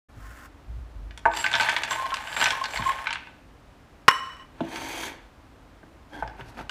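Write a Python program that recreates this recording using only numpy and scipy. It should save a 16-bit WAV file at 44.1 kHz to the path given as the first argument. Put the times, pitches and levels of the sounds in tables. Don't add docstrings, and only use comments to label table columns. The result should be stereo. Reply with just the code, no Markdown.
import sys
import numpy as np
from scipy import signal
from scipy.fft import rfft, irfft
from scipy.io import wavfile
from scipy.ndimage import uniform_filter1d

SR = 44100
rng = np.random.default_rng(int(sys.argv[2]) if len(sys.argv) > 2 else 0)


def master(y):
    cut = np.clip(np.atleast_2d(y).T, -1, 1)
    pcm = np.round(cut * 32767)
    wavfile.write(sys.argv[1], SR, pcm.astype(np.int16))


N = 295470
TIME = np.arange(N) / SR

# frequency in Hz, level in dB, T60 in seconds.
BOARD = [(115, -1, 0.29), (171, -7, 0.26), (237, 0, 0.17), (274, -2, 0.26), (329.8, -1.5, 0.35),
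         (396.5, -9, 0.33), (463, -11, 0.14), (679, 2.5, 0.081), (877, -0.5, 0.12), (933.6, -1, 0.17),
         (1190, -7.5, 0.07), (1523, 5.5, 0.081), (1684, 5.5, 0.036), (1900, -4, 0.085), (2290, -1.5, 0.052),
         (2492, -0.5, 0.047), (2900, -7, 0.085), (3460, 0.5, 0.04)]
CUP = [(988, -13, .6), (1055, -1, .8), (1076, -6, .8), (1330, -11, .65), (1593, -15, .55), (1858, -12, .7),
       (1886, -10, .85), (2966, -4, .85), (2996, -10, .7), (3908, -18, .75), (4371, -20, .55),
       (5432, -12.5, .7), (5600, -20, .5), (6045, -18, .58), (7251, -19, .46), (7903, -19, .55),
       (8818, -27, .5), (9372, -18, .35), (10240, -25, .42), (11080, -24, .35), (11910, -28, .45),
       (12330, -26, .42)]
# frequency in Hz, level in dB.
WOOD = [(100, -2), (500, 4), (900, 9), (1250, 1.5), (1600, 4), (3300, 2.5), (5000, -4), (7500, -5),
        (10000, -10), (15000, -39)]
TUMBLE = [(100, -30), (480, -7.5), (900, 9), (1250, -1), (1600, 3), (3200, -6), (5000, -20), (8000, -17),
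          (15000, -31)]
STEEL = [(2000, 5), (4500, 2), (7500, -6.5), (9800, -10.5), (12000, -10.5), (15500, -19)]
# frequency in Hz, level of side relative to mid in dB.
WIDTH = [(40, -20.5), (200, -12), (1100, -11.5), (2200, -5), (4000, -0.5), (8000, 0)]
# start in seconds, peak level in dB.
CLINKS = [(4.0811, 3), (4.0841, 3.5), (4.0871, 0), (4.098, -15), (4.111, -14)]

TRICKLE_START_S, EMPTY_S, PILE_SETTLE_S = 1.46, 3.04, 0.18
SET_DOWN_S, SEAT_S = CLINKS[0][0], 6.134


def amp(db):
    return 10 ** (np.asarray(db) / 20)


def unit(x):
    return x / np.sqrt(np.sum(x ** 2))


def colour(x, spectrum, size=4096):
    hz, db = np.transpose(spectrum)
    grid = np.linspace(1, SR / 2, size // 2 + 1)
    gain = amp(np.interp(np.log(grid), np.log(hz), db))
    cepstrum = irfft(np.log(gain))
    response = irfft(np.exp(rfft(2 * cepstrum[:size // 2], size) - cepstrum[0]))
    return signal.fftconvolve(x, response[None], axes=1)[:, :x.shape[1]]


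def band(x, low_hz, high_hz, order=2):
    for hz, kind in ((low_hz, "high"), (high_hz, "low")):
        x = signal.lfilter(*signal.butter(order, min(hz, SR / 2 - 1000), kind, fs=SR), x)
    return x


def noise(count):
    mid, side = rng.standard_normal((2, 1, count))
    side = colour(side, WIDTH, size=512)
    return np.vstack([mid + side, mid - side])


def wander(t, per_s):
    turns = rng.standard_normal(2000)
    return np.interp(t * per_s, np.arange(len(turns)), turns)


def crack(spectrum, t60, count=5000):
    burst = noise(count) * amp(-60 * TIME[:count] / t60)
    return unit(colour(burst, spectrum, size=1024))


def ring(modes, scatter_db=3, damping=1, count=5000):
    hz, db, t60 = np.transpose(modes)
    strength, polarity, side = rng.standard_normal((3, len(hz)))
    phase = np.sign(side) * np.arctan(amp(np.interp(hz, *np.transpose(WIDTH))))
    weights = np.sign(polarity) * amp(db + scatter_db * strength) * np.exp(1j * np.outer([1, -1], phase))
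    poles = 2j * np.pi * hz - np.log(1000) * damping / t60
    decays = np.vander(np.exp(poles / SR), count, increasing=True)
    return unit((weights @ decays).imag)


def detuned(modes, share):
    return [(hz * (1 + share * rng.standard_normal()), db, t60) for hz, db, t60 in modes]


def stroke(s, hold_s, db, attack_s, release_s):
    rise, fall = (s - TIME) / attack_s, (TIME - s - hold_s) / release_s
    return db - 20 * np.maximum(np.maximum(rise, fall), 0)


def add(out, s, sound, peak_db):
    start = int(s * SR)
    part = sound[:, :max(N - start, 0)]
    out[:, start:start + part.shape[1]] += part * amp(peak_db) / np.abs(sound.mean(0)).max()


def follow(x, level_db, window=2200):
    power = np.abs(uniform_filter1d(np.mean(x ** 2, axis=0), window))
    return x * amp(level_db) / np.sqrt(power + power.max() * 1e-5)


def grains(voice, level_db, per_s, spread_db, spots=5, window=2200, patchy_db=0, shifts_per_s=16):
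    start, end = np.flatnonzero(level_db > level_db.max() - 45)[[0, -1]]
    span, count = slice(start, end), end - start
    out = np.zeros((2, N))
    for _ in range(spots):
        at = np.flatnonzero(rng.random(count) < per_s / spots / SR)
        strength_db = spread_db * np.minimum(rng.exponential(size=len(at)), 4)
        drift_db = patchy_db * wander(TIME[at], shifts_per_s)
        clicks = np.zeros((1, count))
        clicks[0, at] = amp(strength_db + drift_db)
        out[:, span] += signal.fftconvolve(clicks, voice(), axes=1)[:, :count]
    out[:, span] = follow(out[:, span], level_db[span], window)
    return out


def room_air(level_db=-50.5):
    # frequency in Hz, level in dB.
    spectrum = [(15, -39.5), (25, -4), (54, -0.5), (191, -15), (286, -10), (363, -18), (588, -17.5),
                (769, -19), (1120, -20.5), (1390, -22.5), (15000, -50.5)]
    air = colour(noise(N), spectrum)
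    return amp(level_db) * air / air.std()


def worktop_booms():
    # time of full level in seconds, hold in seconds, level in dB.
    booms = [(0.164, 0.11, -41), (0.693, 0.11, -34.5), (0.966, 0.087, -35.5), (1.25, 0.027, -39.5),
             (2.79, 0.028, -39.5), (6.23, 0.03, -42.5), (6.403, 0.21, -50)]
    # frequency in Hz, level in dB.
    spectrum = [(20, -65), (42, -17.5), (54, 7), (66, -10.5), (110, -13.5), (170, -32), (400, -87)]
    swells = [stroke(s, hold, db, attack_s=0.048, release_s=0.21) for s, hold, db in booms]
    return follow(colour(noise(N), spectrum), np.max(swells, axis=0))


def kitchen(dry, wet_db, low_hz=150, high_hz=5500, treble_hz=4000, body_t60=0.52, treble_t60=0.14):
    t = TIME[:24000]
    echoes = noise(len(t))
    body = band(echoes, low_hz, treble_hz, order=1) * amp(-60 * t / body_t60)
    treble = band(echoes, treble_hz, high_hz, order=1) * amp(-60 * t / treble_t60)
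    tail = band(body, low_hz, high_hz, order=1) + treble
    return dry + amp(wet_db) * signal.fftconvolve(dry, unit(tail), axes=1)[:, :N]


def knife_sweep(sweep_s=4.742, hold_s=0.32, gather_db_per_s=23):
    # frequency in Hz, level in dB, T60 in seconds.
    blade_modes = [(2260, 3.5, 0.011), (3170, 0.5, 0.019), (4560, -3.5, 0.012), (5980, -7, 0.027),
                   (6350, -5, 0.026), (7650, -5, 0.008), (9600, -6, 0.018), (11530, -9.5, 0.017),
                   (13500, -7.5, .008), (15000, -14, .012)]

    def edge():
        return band(ring(BOARD) + amp(2) * crack(WOOD, t60=0.061), 237, 2840)

    def blade():
        ringing = ring(detuned(blade_modes, 0.016), scatter_db=1.5)
        hiss = band(crack(WOOD, t60=0.032), 2450, 13900)
        return ringing + amp(-2) * hiss

    edge_db = stroke(sweep_s, hold_s, db=-37.5, attack_s=0.19, release_s=0.16)
    blade_db = stroke(sweep_s, hold_s, db=-42.5, attack_s=0.12, release_s=0.073)
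    blade_db += gather_db_per_s * np.clip(TIME - sweep_s, 0, hold_s)
    return (grains(edge, edge_db, per_s=700, spread_db=3, patchy_db=2.5)
            + grains(blade, blade_db, per_s=2800, spread_db=1, spots=7, patchy_db=4.5))


def knife_press(seat_hold_s=0.072, attack_s=0.029, release_s=0.037, skin_fade_s=0.055):
    # frequency in Hz, level in dB, T60 in seconds.
    loaded_modes = [(294, -1, .07), (876, 5, 0.021), (1576, 4.5, .026), (2130, -9, .03),
                    (3270, -5.5, 0.022)]
    # time in seconds, hold in seconds, grinding in dB, crackling in dB.
    pushes = [(6.397, 0.0087, -40, -58.5), (6.478, 0.024, -50, -55), (6.583, 0.026, -36.5, -52.5)]

    def blade():
        return ring(loaded_modes, scatter_db=0.5)

    def crunch():
        return band(ring(BOARD, damping=4.4) + crack(WOOD, t60=0.04), 172, 1800)

    def skin():
        return band(crack(STEEL, t60=0.026), 3500, 16000, order=1)

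    seating_db = stroke(SEAT_S, seat_hold_s, -40.5, attack_s, release_s)
    seating_skins_db = stroke(SEAT_S, seat_hold_s, -57, skin_fade_s, skin_fade_s)
    leaning_db = stroke(SEAT_S, pushes[-1][0] - SEAT_S, -53.5, attack_s, release_s)
    grinds = [stroke(s, hold, db, attack_s, release_s) for s, hold, db, _ in pushes]
    crackles = [stroke(s, hold, db, skin_fade_s, skin_fade_s) for s, hold, _, db in pushes]
    grinding_db = np.max(grinds + [leaning_db], axis=0)
    skins_db = np.max(crackles + [seating_skins_db], axis=0)
    return (grains(blade, seating_db, per_s=830, spread_db=2.5, spots=3, window=900)
            + grains(crunch, grinding_db, per_s=700, spread_db=3.5, window=900)
            + grains(skin, skins_db, per_s=920, spread_db=-6))


def cup_slide(slide_s=0.236, hold_s=0.22, db=-49, lift_off_db=4.5, attack_s=0.13, release_s=0.027):
    # frequency in Hz, level in dB.
    spectrum = [(290, -46), (500, -16), (990, -10), (1060, 3), (1160, -16), (1260, 2), (3270, -23),
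                (5860, -22), (15000, -28.5)]
    drawn_db = stroke(slide_s, hold_s, db, attack_s, release_s)
    lifted_db = stroke(slide_s + hold_s, 0, db + lift_off_db, attack_s, release_s)
    level_db = np.maximum(drawn_db, lifted_db)
    return grains(lambda: crack(spectrum, t60=0.025), level_db, per_s=1500, spread_db=-2)


def cup_clink(clack_t60=0.023, split_hz=13, still_s=4.43, still_t60=0.17):
    # frequency in Hz, level in dB.
    stone = [(80, -21), (300, -14), (550, -17.5), (780, -14), (1050, 5), (1400, 1), (2100, -2),
             (3000, -7.5), (4000, -21.5), (6000, -23), (9000, -31), (15000, -35)]

    def choked(damping):
        return band(ring(CUP, scatter_db=2.5, damping=damping), 400, 4500, order=1)

    def rattle():
        return choked(damping=14) + amp(-4) * crack(stone, clack_t60)

    out = np.zeros((2, N))
    for s, db in CLINKS:
        add(out, s, crack(stone, clack_t60) + amp(-6) * choked(damping=15), db)
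    twins = [(hz + split_hz * (0.5 + rng.random()), db - 8, t60) for hz, db, t60 in CUP]
    add(out, SET_DOWN_S, ring(CUP + twins, scatter_db=0, count=24000), peak_db=-15.5)
    rattle_db = stroke(CLINKS[2][0], hold_s=0, db=-33.5, attack_s=0.002, release_s=0.43)
    out += grains(rattle, rattle_db, per_s=600, spread_db=2, spots=3)
    return out * amp(-60 * np.maximum(TIME - still_s, 0) / still_t60)


def rim_squeaks(pitch_hz=1064, waver_hz=9, roughness=0.12):
    # start in seconds, peak level in dB, length in seconds.
    rubs = [(1.91, -23.5, 0.011), (1.957, -25, 0.079), (2.028, -23, 0.025), (2.119, -19, 0.0021),
            (2.521, -24.5, 0.017), (2.55, -30, 0.057), (2.608, -20, 0.013), (2.779, -25.5, 0.025),
            (2.85, -17, 0.027), (2.876, -17.5, 0.01), (2.9, -23.5, 0.0069)]
    out = np.zeros((2, N))
    for s, db, length in rubs:
        swell = np.hanning(int(length * SR))
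        hz = pitch_hz + waver_hz * wander(TIME[:len(swell)], per_s=43)
        tone = np.sin(2 * np.pi * np.cumsum(hz) / SR)
        force = swell * (tone + roughness * rng.standard_normal(len(swell)))
        add(out, s, signal.fftconvolve(force[None], ring(CUP, damping=8), axes=1), db)
    return out


def board_knocks(free_damping=1.25, held_damping=1.8, tick_db=-28, tap_edge_ratio=1.06):
    # start in seconds, peak level in dB, lower and upper band edges in Hz.
    blows = [(1.2544, -7.5, 626, 1300), (1.2591, -14, 474, 1050), (2.794, -29, 90, 253),
             (4.6052, -19, 372.4, 990), (4.607, -19, 168, 570), (5.83, -37.5, 150, 1520),
             (6.2239, -17, 520, 1650), (6.229, -37, 80, 170), (6.41, -36.5, 80, 200),
             (6.394, -34.5, 120, 1840)]
    # start in seconds, peak level in dB, pitch in Hz.
    taps = [(1.2546, -19, 2060), (4.6058, -34.5, 3100), (6.2238, -41, 2050)]
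    out = np.zeros((2, N))
    for s, db, low_hz, high_hz in blows:
        damping = held_damping if s > SET_DOWN_S else free_damping
        hit = ring(BOARD, scatter_db=2.5, damping=damping) + amp(-5) * crack(WOOD, t60=0.075)
        add(out, s, band(hit, low_hz, high_hz, order=4), db)
        add(out, s, crack(WOOD, t60=0.081), db + tick_db)
    for s, db, hz in taps:
        tap = band(crack(WOOD, t60=0.04), hz / tap_edge_ratio, hz * tap_edge_ratio, order=6)
        add(out, s, tap, db)
    return out


def flow_levels(hold_s=0.0067, trickle_db=-40.5, tip_attack_s=0.19):
    # time of its height, build-up and settling
    # in seconds, tumbling level in dB, skidding level in dB.
    batches = [(1.375, 0.046, 0.04, -35, -29.5), (1.403, 0.016, 0.035, -43, -29),
               (1.61, 0.16, 0.54, -29.5, -40), (1.911, 0.022, 0.55, -33, -31),
               (2.424, 0.17, 0.31, -27.5, -30), (2.755, 0.1, 0.42, -35.5, -37.5),
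               (2.872, 0.069, 0.13, -29, -38.5)]
    trickle = stroke(TRICKLE_START_S, EMPTY_S - TRICKLE_START_S, trickle_db, 0.1294, PILE_SETTLE_S)
    tumbles = [stroke(s, hold_s, db, build_s, settle_s) for s, build_s, settle_s, db, _ in batches]
    skids = [stroke(s, hold_s, db, build_s, release_s=0.082) for s, build_s, _, _, db in batches]
    tumbling_db = np.max(tumbles + [trickle], axis=0)
    tip_s = batches[0][0]
    ceiling_db = stroke(tip_s, EMPTY_S - tip_s, tumbling_db.max(), tip_attack_s, PILE_SETTLE_S)
    rustle_share_db = stroke(tip_s, EMPTY_S - tip_s, -12, tip_attack_s, release_s=0.15)
    return np.minimum(tumbling_db, ceiling_db), np.max(skids, axis=0), tumbling_db + rustle_share_db


def almond_stream(tumbling_db, skidding_db, rustle_db):
    # frequency in Hz, level in dB, T60 in seconds.
    wall_modes = [(2955, 4.5, 0.027), (4650, -3, 0.03), (6170, -9, 0.03), (7260, 1, 0.062),
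                  (7570, 5.5, 0.057), (8810, -3.5, 0.065), (10770, -11, 0.036), (12540, -7, 0.025)]

    def tumble():
        click = crack(TUMBLE, t60=0.017)
        board = band(ring(BOARD, damping=1.3), 780, 4000, order=4)
        return click + amp(-4) * unit(board)

    def rustle():
        return band(crack(STEEL, t60=0.027), 3500, 15000, order=1)

    def skid():
        return ring(detuned(wall_modes, 0.012)) + amp(-1) * crack(STEEL, t60=0.012)

    return (grains(tumble, tumbling_db, per_s=240, spread_db=2, spots=6, patchy_db=2.5)
            + grains(rustle, rustle_db, per_s=1300, spread_db=0.5, spots=3, patchy_db=6, shifts_per_s=24)
            + grains(skid, skidding_db, per_s=1000, spread_db=1.5, spots=7, window=1400, patchy_db=9))


def bounces(tumbling_db, count=14, above_flow_db=8.5, spread_db=3):
    span_s = EMPTY_S + PILE_SETTLE_S - TRICKLE_START_S
    starts = TRICKLE_START_S + span_s * (np.arange(count) + rng.random(count)) / count
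    strength_db, brightness_db = spread_db * rng.standard_normal((count, 2)).T
    peaks_db = np.interp(starts, TIME, tumbling_db) + above_flow_db + strength_db
    return list(zip(starts, peaks_db, -12 + 2 * brightness_db))


def almond_impacts(tumbling_db, contact_hz=3550, usual_treble_db=-18, db_per_octave=11, rebound_s=0.014):
    # start in seconds, peak level in dB, treble share in dB.
    nuts = [(1.109, -33, -13), (1.1758, -27.5, 13), (1.3143, -31, -15), (1.3364, -21.5, -12),
            (1.353, -26.5, -8), (1.3717, -20, -8), (1.4051, -24, -10), (1.4424, -12.5, -19.5),
            (1.45, -19, -18), (1.4636, -10, -11.5), (1.515, -16.5, -6), (1.5298, -16, -6),
            (1.5385, -9.5, -16), (1.5435, -10.5, -17), (1.5529, -11.5, -10), (1.5615, -15, -18),
            (1.5832, -17, -13), (1.5981, -12.5, -16), (1.6095, -12, -7.5), (1.6238, -16.5, -6),
            (1.632, -15, -10), (1.647, -15.5, -14), (1.6674, -20, -16), (1.677, -20, -16),
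            (1.6864, -11.5, -21), (1.6937, -12.5, -5), (1.699, -17, -12), (1.7314, -19.5, -15),
            (1.7644, -10, -11), (1.8349, -12, -4), (1.8775, -24, -21), (1.9097, -13.5, -10),
            (1.9329, -16.5, -14), (2.0571, -27, -13), (2.1047, -24, -17), (2.1419, -14, 6),
            (2.169, -18.5, -9), (2.2733, -21, -14), (2.3275, -22, -14), (2.365, -16, -19),
            (2.4034, -12.5, -11), (2.4132, -10, -13.5), (2.4244, -11.5, -21), (2.442, -10, -4),
            (2.4576, -7, -13.5), (2.465, -12, -15), (2.485, -22, -4), (2.5056, -10.5, -7),
            (2.6397, -19, -9), (2.6548, -18.5, -9.5), (2.7356, -22.5, -21), (2.7596, -16.5, -12.5),
            (2.7739, -17, -9), (2.8224, -19.5, -21.5), (2.9182, -25, -21), (2.986, -27, -22),
            (3.0588, -23, -24), (3.0698, -12, -16.5), (3.092, -26, -22), (3.1065, -19, -13),
            (3.1284, -13, -2.5), (3.135, -21, -12), (3.1563, -19, -21), (3.2712, -32.5, -20),
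            (4.7586, -22.5, -8), (5.0336, -23, -15.5), (5.0794, -28.5, -15), (6.2765, -31.5, -11),
            (6.409, -31, -19.5), (6.6945, -18.5, -5.5)]
    out = np.zeros((2, N))
    for s, db, treble_db in nuts + bounces(tumbling_db):
        hardness = 2 ** ((treble_db - usual_treble_db) / db_per_octave)
        kernel_hz = rng.uniform(1900, 3600)
        kernel = ring([(kernel_hz, 0, 0.012), (kernel_hz * 1.7, -4, 0.009)])
        muffling_db = np.interp(s, [TRICKLE_START_S, EMPTY_S, SEAT_S], [0, -5, 0])
        board = ring(BOARD, scatter_db=4) * amp(muffling_db)
        snap = crack(WOOD, t60=0.034) + amp(-2) * kernel
        body = amp(6) * board + amp(-4) * crack(TUMBLE, t60=0.058)
        hit = band(snap + body / np.sqrt(hardness), 1100, contact_hz * hardness, order=3)
        thud = amp(-16) * band(board, 70, 239)
        sound = hit + thud
        add(out, s, sound, db)
        add(out, s + rebound_s * (0.5 + rng.random()), sound, db - 11.5)
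    return out


def scene():
    tumbling_db, skidding_db, rustle_db = flow_levels()
    on_board = almond_impacts(tumbling_db) + board_knocks()
    on_board += almond_stream(tumbling_db, skidding_db, rustle_db)
    return (kitchen(on_board, wet_db=-8.5)
            + kitchen(rim_squeaks() + knife_sweep() + knife_press(), wet_db=-10)
            + kitchen(cup_clink() + cup_slide(), wet_db=-18, high_hz=2200)
            + room_air() + worktop_booms())


def record(dry, low_cut_hz=36, top_hz=15300, start_s=0.085, fade_s=0.0088, knee_order=6):
    x = signal.lfilter(*signal.butter(2, low_cut_hz, "high", fs=SR), dry)
    x *= np.clip((TIME - start_s) / fade_s, 0, 1)
    x = x / (1 + x ** knee_order) ** (1 / knee_order)
    return signal.sosfilt(signal.ellip(8, 0.2, 70, top_hz, fs=SR, output="sos"), x)


dry = scene()
out = record(dry)
master(out)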